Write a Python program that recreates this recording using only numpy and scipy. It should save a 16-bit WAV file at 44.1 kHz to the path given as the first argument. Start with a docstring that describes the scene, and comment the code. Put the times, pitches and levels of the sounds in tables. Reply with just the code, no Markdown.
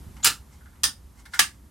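"""Plastic parts of a helmet are pressed home by hand in a cluttered garage, a few metres away.
Over low rumble and faint hiss, the parts rub, creak and squeak until the first catch snaps at 0.25 s.
Light knocks and scrapes lead to a second snap at 0.83 s, sharper ones to a third at 1.39 s.
Each snap is a cluster of impacts that excite the part's resonances, with a hollow thump beneath;
nearby clutter scatters every click, and a short room tail follows."""
import sys
import numpy as np
from scipy import signal
from scipy.fft import rfft, irfft, next_fast_len
from scipy.io import wavfile
from scipy.ndimage import uniform_filter1d

SR = 44100
rng = np.random.default_rng(int(sys.argv[2]) if len(sys.argv) > 2 else 0)


def generate_wav(sig):
    """Save sig (samples, or channels by samples) to the path in sys.argv[1] as 16-bit PCM at SR."""
    pcm = np.round(np.clip(np.atleast_2d(sig).T, -1, 1) * 32767).astype(np.int16)
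    wavfile.write(sys.argv[1], SR, pcm)


N = 74970


def undb(db):
    """Amplitude ratio of a level in decibels."""
    return 10 ** (np.asarray(db) / 20)


def unit(x):
    """Normalisation to unit rms."""
    return x / np.sqrt(np.mean(x ** 2))


def since(start):
    """Time in seconds since an onset, zero before it."""
    return np.maximum(np.arange(N) / SR - start, 0)


def decay(age, attack, t60):
    """Build-up and exponential damping: an envelope of unit energy."""
    env = (1 - np.exp(-age / max(attack, 1 / SR))) * np.exp(-np.log(1000) * age / t60)
    return env / np.linalg.norm(env)


def friction(peak, rise, fall):
    """Friction noise, mid and side, growing exponentially to a peak and dying away."""
    t = np.arange(N) / SR
    return np.exp(-np.maximum((peak - t) / rise, (t - peak) / fall)) * rng.standard_normal((2, N))


def colour(x, spectrum, modes=(), tilt_db=0):
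    """Minimum-phase filter of unit power: Lorentzian peaks on a spectrum tilted above 1500 Hz."""
    size = 2 * next_fast_len(N // 2 + SR // 10)
    f = np.maximum(np.arange(size // 2 + 1) * SR / size, 1)
    hz, db = np.array(spectrum).T
    gain = undb(np.interp(np.log(f), np.log(hz), db) + tilt_db * np.log2(np.maximum(f, 1500)))
    peaks = sum(undb(level) ** 2 / (1 + (2 * np.pi * (f - centre) * t60 / np.log(1000)) ** 2)
                for centre, t60, level in modes)
    cepstrum = irfft(np.log(unit(gain * np.sqrt(1 + peaks))))
    cepstrum[1:size // 2] *= 2  # folding the cepstrum makes the response causal
    cepstrum[size // 2 + 1:] = 0
    return irfft(rfft(x, size) * np.exp(rfft(cepstrum)))[..., :N]


def stereo(pair, bass_db, treble_db, pan_db=-1):
    """Sum and difference of mid and side give left and right; side gain is set at 100 and 5000 Hz."""
    f = np.arange(N // 2 + 1) * SR / N
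    side_db = np.interp(np.log(f + 1), np.log([100, 5000]), [bass_db, treble_db])
    side = irfft(rfft(pair[1]) * undb(side_db), N)
    return np.array([pair[0] + side, pair[0] - side]) * undb([[pan_db / 2], [-pan_db / 2]])


def click(start, attack, t60):
    """Impulse response, mid and side: direct sound, ringing and scatter, then duller reverberation."""
    age = since(start)
    early, late = rng.standard_normal((2, 2, N))
    damping_hz = 11400
    pole = np.exp(-2 * np.pi * damping_hz / SR)
    tail = signal.lfilter([1 - pole], [1, -pole], late) * decay(age, attack=.0092, t60=.17)
    pair = early * decay(age, attack, t60) + undb(-3.5) * tail
    pair[0, int((start + attack) * SR)] += .2  # direct spike
    return pair


def catches():
    """Impact excitation: each catch slips home in a few contacts that ring its own normal modes."""
    # contacts (t/s, level/dB, catch number, T60/s, tilt/(dB per octave))
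    contacts = [(0.2445, 9.5, 0, .02, 3.5), (0.2471, 10, 0, 0.045, 1.5), (0.256, 9.5, 0, 0.044, -.5),
                (0.2625, 7, 0, .06, 0), (0.2712, 8.5, 0, 0.039, 0), (0.8339, 7.5, 1, 0.085, 1),
                (0.8397, 7.5, 1, .025, 1), (0.8500, -1, 1, 0.061, -1), (1.391, 7, 2, 0.026, .5),
                (1.3929, 13, 2, 0.039, 0), (1.3999, 5.5, 2, 0.07, 0.5)]
    # spectral envelope of each catch (f/Hz, level/dB)
    spectra = [
        [(120, -45), (200, -21), (360, -15), (659, -20), (933, -10.5), (1080, -21), (1180, -8), (1370, -7),
         (1500, -5.5), (2170, -10), (2910, -2), (3250, -8.5), (4040, -5), (6400, -7.5), (9230, -7),
         (16000, -19)],
        [(120, -46), (200, -19), (696, -24), (1180, -7.5), (2210, -15), (3370, -4.5), (4350, -8.5), (5040, -2),
         (7540, -10.5), (9400, -3), (10500, -16), (16000, -18.5)],
        [(120, -41.5), (200, -22), (532, -25.5), (939, -13), (1100, -13), (1180, -5), (1410, -12), (1660, -2.5),
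         (2370, -9), (2680, -6), (2880, -7), (6640, -9.5), (7250, -11.5), (8210, -8.5), (14000, -20.5)],
    ]
    # modes of each catch (f/Hz, T60/s, level/dB re envelope)
    modes = [
        [(924, .06, 2), (1204, 0.039, 8), (1340, 0.047, 7.5), (1397, 0.09, 8.5), (1732, .14, 6),
         (2910, 0.065, -2), (3602, 0.088, 7), (4173, .07, 8.5), (4950, 0.079, 9), (7410, .025, 4.5)],
        [(820, 0.043, 9), (1180, 0.032, -4), (1464, 0.048, 9.5), (1803, 0.034, 12), (2780, .06, -3),
         (3220, 0.031, 0), (3663, .05, 5), (4853, .04, 8.5), (5130, 0.052, 4), (5680, 0.074, -10),
         (6400, .05, 2.5), (9240, 0.025, 4.5)],
        [(754, 0.0257, 2), (1180, 0.044, -4.5), (1322, 0.048, 3), (1556, 0.058, 6.5), (1698, 0.043, 7),
         (2078, .07, 5.5), (2780, .06, 5), (3006, 0.035, 2.5), (4790, 0.016, 4), (6030, .03, -3),
         (9060, 0.0096, 7.5)],
    ]
    # stereo image of each catch (bass side level/dB, treble side level/dB, left minus right/dB)
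    places = [(-17.5, -14.5, -2), (-7.5, -3.5, -1.6), (-9.5, -3.5, -1.55)]
    out = 0
    for start, db, catch, t60, tilt in contacts:
        impact = click(start, attack=.00077, t60=t60)
        ringing = colour(impact, spectra[catch], modes[catch], tilt)
        out = out + undb(db) * stereo(ringing, *places[catch])
    return out


def thumps():
    """Low resonance: the hollow helmet booms in the room, building slowly and outlasting each snap."""
    # thump onsets (t/s, level/dB)
    onsets = [(0.249, -11), (0.839, -14.5), (1.393, -12.5)]
    # spectral envelope of the boom (f/Hz, level/dB)
    spectrum = [(50, -18), (110, 2.5), (170, -6), (260, -4.5), (420, -23), (1500, -61.5)]
    env = sum(undb(db) * decay(since(start), attack=.02, t60=.23) for start, db in onsets)
    boom = colour(env * rng.standard_normal((2, N)), spectrum)
    return stereo(boom, bass_db=-14, treble_db=-12)


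def knocks():
    """Damped free vibration: fingers and loose parts nudge the shell; the softest touches are duller."""
    # touches (t/s, level/dB, attack/s, tilt/(dB per octave))
    touches = [(0.607, -31, 0.0032, -17), (0.6564, -26.5, 0.0012, -6), (0.73, -35, .001, -6.5),
               (1.2529, -22, .004, 2.5), (1.3353, -5, .0008, -3), (1.3405, -9, .002, 2)]
    # spectral envelope of the shell (f/Hz, level/dB)
    spectrum = [(300, -27.5), (550, -29), (800, -19.5), (1150, -13), (1500, 0), (2100, -7.5), (2600, -15.5),
                (3600, -10), (5900, -15), (7000, -25), (8300, -15), (11000, -22), (15000, -32.5)]
    # modes of the shell (f/Hz, T60/s, level/dB re envelope)
    modes = [(1445, 0.054, 12.5), (1540, 0.079, 2), (1758, 0.03, 7), (2100, .035, 9)]
    pair = sum(undb(db) * colour(click(start, attack, t60=.066), spectrum, modes, tilt)
               for start, db, attack, tilt in touches)
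    return stereo(pair, bass_db=-5, treble_db=-5)


def rubs():
    """Sliding friction: plastic scrapes on plastic, and bursts of noise drive the parts' modes."""
    # scrapes (peak t/s, rise/s, fall/s, level/dB, tilt/(dB per octave))
    scrapes = [(0.167, .0015, .018, -48.5, 0.5), (0.201, .005, 0.01, -54, -1.5),
               (0.53, 0.013, .04, -57.5, 3.5), (0.756, .005, 0.032, -60.5, -2.5),
               (1.201, 0.026, .018, -54.5, 4.5), (1.264, 0.0057, .015, -54.5, 1.5),
               (1.345, 0.012, 0.066, -42.5, 5.5)]
    # spectral envelope of sliding (f/Hz, level/dB)
    spectrum = [(300, -28.5), (900, 14.5), (1800, 1), (3000, -6.5), (5000, -3), (8000, -4), (11000, -17),
                (15000, -27)]
    # modes of the sliding parts (f/Hz, T60/s, level/dB re envelope)
    modes = [(2120, 0.024, 16.5), (3000, 0.013, 10.5), (4840, .01, -3.5)]
    pair = sum(undb(db) * colour(friction(peak, rise, fall), spectrum, modes, tilt)
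               for peak, rise, fall, db, tilt in scrapes)
    return stereo(pair, bass_db=-18, treble_db=-10.5)


def creak():
    """Friction under load: the first catch creaks as it starts to slide."""
    # spectral envelope of the creak (f/Hz, level/dB)
    spectrum = [(400, -17), (1300, -4.5), (2500, -10), (7000, -4.5), (8500, -22), (15000, -22.5)]
    # modes of the loaded catch (f/Hz, T60/s, level/dB re envelope)
    modes = [(3730, 0.0061, 14.5), (6400, 0.0083, 9.5), (6770, .015, 5)]
    slip = undb(-35) * friction(peak=.231, rise=.0015, fall=.02)
    return stereo(colour(slip, spectrum, modes), bass_db=-19, treble_db=-24, pan_db=3.5)


def squeak():
    """Stick-slip oscillation: a tiny wavering tone just before the first catch gives."""
    pitch_hz, wobble_hz, peak_s, width_s = 7000, 100, .239, .0021
    wobble = unit(uniform_filter1d(rng.standard_normal(N), size=40))
    phase = 2 * np.pi * np.cumsum(pitch_hz + wobble_hz * wobble) / SR
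    env = np.exp(-.5 * ((np.arange(N) / SR - peak_s) / width_s) ** 2)
    return undb(-23) * env * unit(np.sin(phase)) * undb([[-1], [0]])  # slightly to the right


def background():
    """Ambient noise: low rumble, nearly coherent in both ears, and faint hiss, both stronger at first."""
    # spectral envelopes of the two noises (f/Hz, level/dB)
    rumble = [(13, -60), (22, -20), (40, -10), (64, 3.5), (96, -10.5), (277, -17), (335, -24.5), (398, -24),
              (460, -43), (516, -36), (700, -34.5), (910, -58), (1540, -120)]
    hiss = [(290, -32), (500, -2), (586, -9.5), (888, -2.5), (968, -3.5), (2390, -13), (2800, -14),
            (5590, -14), (13200, -13), (15500, -44)]
    # their courses in time (t/s, level/dB)
    rumble_level = [(0, -37.5), (.05, -47), (.085, -38.5), (.125, -46), (.33, -49), (.42, -50), (1.7, -51)]
    hiss_level = [(0, -58), (0.221, -59.5), (0.451, -62), (1.1, -64), (1.7, -64.5)]
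    out = 0
    for spectrum, course, bass_db, treble_db in ((rumble, rumble_level, -18.5, 3.5),
                                                 (hiss, hiss_level, 4, -11)):
        noise = unit(colour(rng.standard_normal((2, N)), spectrum))
        env = undb(np.interp(since(0), *np.array(course).T))
        out = out + env * stereo(noise, bass_db, treble_db)
    return out


def scene():
    """Linear superposition of snaps, handling sounds and ambient noise."""
    return catches() + thumps() + knocks() + rubs() + creak() + squeak() + background()


def record(dry):
    """Soft saturation rounds the highest peaks; a low-pass filter limits the band to 16 kHz."""
    lowpass = signal.ellip(8, .2, 80, 16000, fs=SR, output="sos")
    return signal.sosfilt(lowpass, 1.57 * np.tanh(dry / 1.442))


dry = scene()
out = record(dry)
generate_wav(out)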